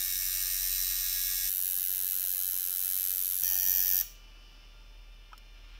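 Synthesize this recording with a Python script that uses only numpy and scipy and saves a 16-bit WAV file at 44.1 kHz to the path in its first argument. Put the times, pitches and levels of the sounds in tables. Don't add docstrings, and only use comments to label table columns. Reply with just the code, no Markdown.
import sys
import numpy as np
from scipy import signal
from scipy.fft import rfft, irfft, next_fast_len
from scipy.io import wavfile
from scipy.ndimage import uniform_filter1d

SR = 44100
rng = np.random.default_rng(int(sys.argv[2]) if len(sys.argv) > 2 else 0)


def generate_wav(sig):
    pcm = np.round(np.clip(np.atleast_2d(sig).T, -1, 1) * 32767).astype(np.int16)
    wavfile.write(sys.argv[1], SR, pcm)


def gain_from_db(level_db):
    decades = np.asarray(level_db, float) / 20
    return 10 ** decades


N = 255339
TIME = np.arange(N) / SR
SIZE = next_fast_len(N + SR)
FREQ = np.arange(SIZE // 2 + 1) * SR / SIZE

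CUTS_S = (0, 1.4932, 3.4285, 6)

# first_s, slaps, period_ms, slowing_us_per_slap
STROKE = [(0.0048, 137, 10.745, .96), (1.49505, 178, 10.7837, .34), (3.4354, 53, 10.816, 1.5)]
# deepest_s, half_length_s, late_ms
PRESS = [(.25, .17, .5), (2.8, .18, 1.8), (3.64, .09, .6)]
# shift_ms, phase_rad
RIPPLE = [(0.1, -0.4), (0.186, -2.05), (0.14, 2.96)]
# level_db, growth_db_per_s, dig_db
LOUD = [(-33.5, 0.58, 0.37), (-31, 0, 0.9), (-28.5, 1.5, 0.6)]
# chatter_ms, ring_delay_ms, ring_t60_s, ring_db, room_db, changing_share
PLACE = [(0.16, 0.81, 0.034, -5, -5, 0.6), (0.067, 0.62, 0.014, -12.5, -7.5, 0.28),
         (0.17, 0.69, 0.019, -11.5, -12, 0.57)]
RATTLE_DB = (-4, -13, -9)
# delay_ms, level_db
ECHOES = [
    [(.3, -1.5), (.62, -4.5), (3.0, -12), (5.4, -26.5)],
    [(1.3, -8), (2.2, -26), (4.1, -21)],
    [(.45, -1.5), (.85, -8.5), (2.6, -27), (4.3, -14.5)],
]
# pitch_hz, width_hz, tick_db, ring_db
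FRAME_BEHIND = [(1697, 160, -24.5, -18), (2390, 620, -24, -16.5), (3902, 468, -6, -11.5),
                (5655, 870, -8.5, -7), (7400, 740, -11.5, -12.5), (8660, 570, 4.5, -9.5),
                (11340, 730, -14, -8.5), (12020, 500, -9.5, -6.5), (13300, 880, -7, -10.5),
                (14300, 1000, 1, -9), (14370, 900, -1.5, -9.5)]
# pitch_hz, width_hz, tick_db, ring_db
FRAME_CLOSE = [(1737, 500, -30, -27), (2280, 780, -30, -24.5), (3024, 490, -13.5, -18),
               (3923, 520, -13, -17), (5850, 1530, -8, -18), (7090, 1300, -14, -21.5),
               (8430, 1200, -12, -14), (11395, 900, 6, -10), (12080, 530, 1, -14.5), (12900, 600, 5.5, -8),
               (14010, 490, 3, -6), (15340, 600, 2, -5.5)]
# pitch_hz, width_hz, tick_db, ring_db
FRAME_OPEN = [(1783, 300, -18.5, -19.5), (2550, 500, -22.5, -19), (3090, 490, -28.5, -14.5),
              (3790, 170, -18.5, -16), (4460, 430, -19, -14), (5830, 450, 2, -3), (7100, 2100, -16, -13),
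              (11420, 500, 1.5, -4.5), (12240, 690, -0.5, -10.5), (13160, 280, -6.5, -6),
              (14085, 870, 6, -7), (15040, 700, 3, -3), (15200, 170, -4, -7)]
# pitch_hz, width_hz, depth_0_to_1
DIPS = [
    [(1960, 180, 0.4)],
    [(2200, 300, 0.4), (3340, 160, 0.7), (5040, 190, 0.6)],
    [(2110, 180, 0.4), (4120, 100, 1), (13250, 250, 0.1)],
]
# multiple_of_slap_rate, level_db
TONES = [
    [(1, -71), (2, -76), (9, -73.6), (13, -66), (14, -75), (15, -71), (17, -68), (18, -64), (19, -59),
     (20, -60), (21, -64), (24, -62)],
    [(1, -73), (5, -74), (7, -73.7), (8, -74.6), (12, -73.2), (13, -74.3), (14, -78), (15, -71), (17, -70),
     (18, -66), (19, -71)],
    [(1, -70), (2, -75), (9, -64), (13, -68.6), (16, -70), (17, -63), (18, -59), (19, -59), (20, -61),
     (21, -63)],
]

# start_s, peak_db, push_ms
KNOCKS = [
    (5.317, -53, 3.3),
    (5.3305, -35, 1.2),
    (5.378, -40, 0.71),
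]
# pitch_hz, level_db, t60_s
KNOCK_MODES = [
    [(980, 13, .08)],
    [(850, 4, .04), (990, -1, 0.05), (1290, 15, 0.036), (1430, 5, 0.041), (2550, 1, 0.04),
     (3160, -2, 0.037), (5560, 3, 0.014), (4150, -3, .01), (7700, -5, 0.0088)],
    [(3030, -8, 0.01), (5350, -11.5, 0.043), (7000, -12, 0.011), (11650, -15, 0.0071)],
]
# time_s, level_db
RUSTLE = [
    (5.5, -80),
    (5.58, -67),
    (5.65, -62),
    (5.79, -61),
]
# pitch_hz, density_db
PAPER = [(300, -24), (1110, 2.5), (1360, 3), (1830, 0), (2840, 10), (4500, -3), (9000, -22), (11700, -60)]

# compressor_hz, level_db, growth_db_per_s, second_motor_db, mains_db
HUM = [(36.94, -51.5, 1.5, -12.5, -20.5), (36.85, -58.5, 0, -18, -37.5), (38.6, -51.5, 0.3, -20.5, -37)]
# pitch_hz, density_db
AIR = [(44, -22), (80, -10.5), (200, -18), (2110, -25), (2880, -16), (3900, -28.5), (5280, -23.5),
       (7550, -40.5)]
AIR_DB = (-62.5, -67, -63)
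# pitch_hz, width_hz, level_db
WHINE = [(883, 33, -12), (1394, 15, 0), (1615, 15, -7), (2132, 16, -11), (2422, 16, -6), (2643, 15, -6),
         (2789, 16, -5), (3230, 22, -12), (3590, 20, -9), (5146, 20, -12), (5281, 20, -10)]
FAN_DB = [-15, -9, -10, -2, 0, -6, -8, -6, -7, -10]
# pitch_hz, step_db
LOW_GRAIN = [(40, -16), (150, -10), (300, -8), (1500, -8), (2500, -9), (4300, -9.5)]


def machine(stroke, press, ripple, loud, tones, frame, dips, echoes, place, rattle_db):
    chatter_ms, delay_ms, ring_t60, ring_db, room_db, change = place
    first, period = stroke[0], stroke[2] / 1000
    count, times, dig = slaps(stroke, press, ripple)
    swell = loud[0] + loud[1] * (times - first) + loud[2] * 2 * dig * np.exp(-dig ** 2)
    size = gain_from_db(swell + .4 * rng.standard_normal(len(times)))
    hits = train(times, size)
    tick = ticks(times, size, echoes, chatter_ms, change)
    wash = gain_from_db(room_db - 30.5) * hits * bedroom()
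    wash = wash + gain_from_db(ring_db) * ringing(times - first, times, size, hits, delay_ms, ring_t60, change, rattle_db)
    hz, width, tick_db, body_db = np.transpose(frame)
    sound = tick * causal(resonances(hz, width, tick_db))
    sound = sound + gain_from_db(14.0) * wash * causal(resonances(hz, width, body_db))
    for f, w, depth in dips:
        sound = sound * (1 - np.clip(depth, 0, 1) / (1 + (2 * (FREQ - f) / w) ** 2))
    stop = times[-1] + period
    running = np.where(TIME < stop, 1, fade(TIME - stop, 0.051))
    follow = gain_from_db(np.interp(TIME, times, swell) - swell.mean())
    low = np.sqrt(2) * drone(times, count, period, tones) * running * follow
    return gain_from_db(28) * irfft(sound, SIZE)[:N] + low


def slaps(stroke, press, ripple):
    first, last, period_ms, slowing = stroke
    deepest, half_length, late_ms = press
    ripple_ms, phase = ripple
    ripple_hz = 100
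    count = np.arange(-30, last + 1)
    times = first + period_ms / 1000 * count + slowing * 1e-6 * count ** 2 / 2
    dig = (times - deepest) / half_length
    times = times + late_ms / 1000 * np.exp(-dig ** 2)
    times = times + ripple_ms / 1000 * np.sin(2 * np.pi * ripple_hz * times + phase)
    return count, times, dig


def ticks(times, size, echoes, chatter_ms, change):
    sway_share, sway_slaps = .04, 25
    t = np.arange(SR // 2) / SR
    contact = rng.standard_normal(len(t)) * t * np.exp(-t / (chatter_ms / 1000))
    drift = rng.standard_normal((len(echoes), len(times)))
    drift = uniform_filter1d(uniform_filter1d(drift, size=sway_slaps), size=sway_slaps)
    sway = 1 + sway_share * np.sqrt(sway_slaps) * drift
    ms, echo_db = np.transpose(echoes)[:, :, None]
    arrivals = np.r_[times, (times + sway * ms / 1000).ravel()]
    gains = np.r_[size, (size * gain_from_db(echo_db)).ravel()]
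    varying = np.tanh(rng.standard_normal(len(times)))
    chatter = .5 * change * np.tile(varying, len(echoes) + 1)
    return train(arrivals, gains) + train(arrivals, gains * chatter) * even(contact)


def ringing(since, times, size, hits, delay_ms, t60, change, rattle_db):
    turn_rad_per_s, rattle_above_hz = 2.5, 2500
    t = np.arange(SR // 2) / SR
    shape = (1 - np.exp(-(t * 1000 / delay_ms) ** 2)) * fade(t, t60)
    rattle = irfft(hits * rfft(shape / np.linalg.norm(shape), SIZE), SIZE) * rng.standard_normal(SIZE)
    ring = gain_from_db(rattle_db) * rfft(rattle) * FREQ ** 2 / (FREQ ** 2 + rattle_above_hz ** 2)
    turn = turn_rad_per_s * since
    wander = change * np.tanh(2 * uniform_filter1d(rng.standard_normal(len(times)), size=3))
    for share in (np.cos(turn), np.sin(turn), wander):
        ring = ring + train(times, share * size) * even(rng.standard_normal(len(t)) * shape)
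    return ring


def bedroom():
    t60_s, treble_t60_s = 0.43, 0.29
    t = np.arange(SR // 2) / SR
    low, high = rng.standard_normal((2, len(t)))
    dull = 1 / (1 + (FREQ / 7500) ** 4)
    low_tail = rfft(low * fade(t - .004, t60_s), SIZE)
    high_tail = rfft(high * fade(t - .004, treble_t60_s), SIZE)
    return low_tail * dull + high_tail * (1 - dull)


def drone(times, count, period, tones):
    turns = np.interp(TIME, np.r_[times, times[-1] + 1], np.r_[count, count[-1] + 1 / period])
    out = np.zeros(N)
    for multiple, db in tones:
        waver = gain_from_db(db + 1.0 * walk(25))
        out += waver * np.sin(2 * np.pi * (round(multiple) * turns + rng.random()))
    return out


def hands():
    out = np.zeros(N)
    for (start, peak_db, push_ms), modes in zip(KNOCKS, KNOCK_MODES):
        t = TIME - start
        ring = sum(gain_from_db(db) * np.sin(2 * np.pi * hz * t) * fade(t, t60) for hz, db, t60 in modes)
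        ring = ring + gain_from_db(-10.0) * rng.standard_normal(N) * fade(t, 0.023)
        ring = ring * np.clip(t * 1000 / push_ms, 0, 1)
        out += gain_from_db(peak_db) * ring / np.abs(ring).max()
    crackle = level(noise(PAPER) * gain_from_db(2.5 * walk(70)), 0)
    return out + crackle * gain_from_db(np.interp(TIME, *np.transpose(RUSTLE), left=-120))


def cooler(start, hum, air_db, whine):
    hz, hum_db, growth, second_db, mains_db = hum
    second_hz, mains_hz, whine_over_air_db = 47.9, 100, 0.5
    lines = [(hz, 0), (second_hz, second_db + 2.5 * walk(5.4)), (mains_hz, mains_db)]
    motors = sum(np.sqrt(2) * gain_from_db(db) * np.sin(2 * np.pi * (f * TIME + rng.random())) for f, db in lines)
    rumble = irfft(rfft(rng.standard_normal(SIZE)) * resonances([50], 44.0, [0]))[:N]
    gusts = gain_from_db(1.2 * walk(3))
    low = gain_from_db(hum_db + growth * (TIME - start) + walk(5)) * (motors + level(rumble, -19))
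    return low + level(noise(AIR) * gusts, air_db) + whine * gain_from_db(air_db + whine_over_air_db)


def whines():
    fan_hz, warble_hz, warble_share, fan_over_motors_db = 592.5, 5.5, 0.0063, 3
    hiss = rfft(rng.standard_normal(SIZE))
    warble = np.sin(2 * np.pi * warble_hz * TIME + .8 * walk(2))
    turns = np.cumsum(fan_hz * (1 + warble_share * warble + .002 * walk(60))) / SR
    fan, motors = np.zeros(N), np.zeros(N)
    for k, db in enumerate(FAN_DB, start=1):
        fan += flicker() * gain_from_db(db) * np.sin(2 * np.pi * k * turns)
    for hz, width, db in WHINE:
        motors += flicker() * irfft(hiss * resonances([hz], 0.37 * width, [db]))[:N]
    return level(level(fan, fan_over_motors_db) + level(motors, 0), 0)


def microphone_hiss():
    return level(np.diff(rng.standard_normal(N + 1)), -77)


def thin_lows(x):
    hop, offset = 1024, 762
    bins = np.arange(200) + .5
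    window = signal.windows.kaiser_bessel_derived(2 * hop, 4 * np.pi)
    waves = np.cos(np.pi / hop * np.outer(bins, np.arange(2 * hop) + .5 + hop / 2))
    basis = window * waves * np.sqrt(2 / hop)
    padded = np.pad(x, (2 * hop - offset, 2 * hop))
    where = np.arange(len(padded) // hop - 1)[:, None] * hop + np.arange(2 * hop)
    lines = padded[where] @ basis.T
    slope = np.diff(padded, append=0)[where] * window
    treble = np.sqrt(np.mean(slope ** 2, axis=1, keepdims=True)) + 1e-9
    hz, db = np.transpose(LOW_GRAIN)
    step = treble * gain_from_db(np.interp(np.log(bins * SR / 2 / hop), np.log(hz), db))
    kept = np.sign(lines) * np.floor(np.abs(lines) / step + .4) * step
    np.add.at(padded, where, (kept - lines) @ basis)
    return padded[2 * hop - offset:][:N]


def level(x, db):
    return x * gain_from_db(db) / np.sqrt(np.mean(x ** 2))


def fade(t, t60):
    return (t >= 0) * np.exp(-np.log(1000) * np.maximum(t, 0) / t60)


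def walk(rate):
    k = int(SR / rate)
    held = np.repeat(rng.standard_normal(N // k + 1), k)
    return 1.3 * uniform_filter1d(uniform_filter1d(held, k), k)[:N]


def flicker():
    return gain_from_db(2.5 * walk(3))


def noise(spectrum):
    hz, db = np.transpose(spectrum)
    gain = gain_from_db(np.interp(np.log(FREQ + 1), np.log(hz), db))
    return irfft(rfft(rng.standard_normal(SIZE)) * gain)[:N]


def even(burst):
    spectrum = rfft(burst, SIZE)
    return spectrum / np.sqrt(uniform_filter1d(np.abs(spectrum) ** 2, size=SIZE // 60))


def resonances(hz, width, db):
    detune = (FREQ[:, None] - np.array(hz) ** 2 / (FREQ[:, None] + 1)) / width
    return np.sqrt(np.sum((gain_from_db(np.array(db)) / (1 + .41 * detune ** 2)) ** 2, axis=1))


def causal(gain):
    cep = irfft(np.log(gain + 1e-7))
    cep[1:SIZE // 2] *= 2
    cep[SIZE // 2 + 1:] = 0
    return np.exp(rfft(cep))


def train(times, sizes):
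    x, at = np.zeros(SIZE), times[:, None] * SR
    near = np.round(at) + np.arange(-8, 9)
    pulse = np.sinc(near - at) * np.cos(np.pi * (near - at) / 18) ** 2
    np.add.at(x, near.astype(int) % SIZE, sizes[:, None] * pulse)
    return rfft(x)


def scene():
    out, whine = np.zeros(N), whines()
    for k, frame in enumerate((FRAME_BEHIND, FRAME_CLOSE, FRAME_OPEN)):
        heard = (TIME >= CUTS_S[k]) & (TIME < CUTS_S[k + 1])
        mix = machine(STROKE[k], PRESS[k], RIPPLE[k], LOUD[k], TONES[k], frame, DIPS[k],
                      ECHOES[k], PLACE[k], RATTLE_DB[k])
        mix = mix + cooler(CUTS_S[k], HUM[k], AIR_DB[k], whine)
        if k == 2:
            mix = mix + hands()
        out = out + uniform_filter1d(1. * heard, size=8) * thin_lows(mix)
    return (out + microphone_hiss())[None]


def top_cut(x):
    return signal.sosfilt(signal.butter(12, 16550, fs=SR, output="sos"), x)


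def record(dry):
    top_hz, edge_hz = 15770, 18
    lowpass = (1 - np.tanh((FREQ - top_hz) / edge_hz / 2)) / 2
    mix = irfft(rfft(dry[0], SIZE) * lowpass, SIZE)[:N]
    return top_cut(mix[None])


dry = scene()
out = record(dry)
generate_wav(out)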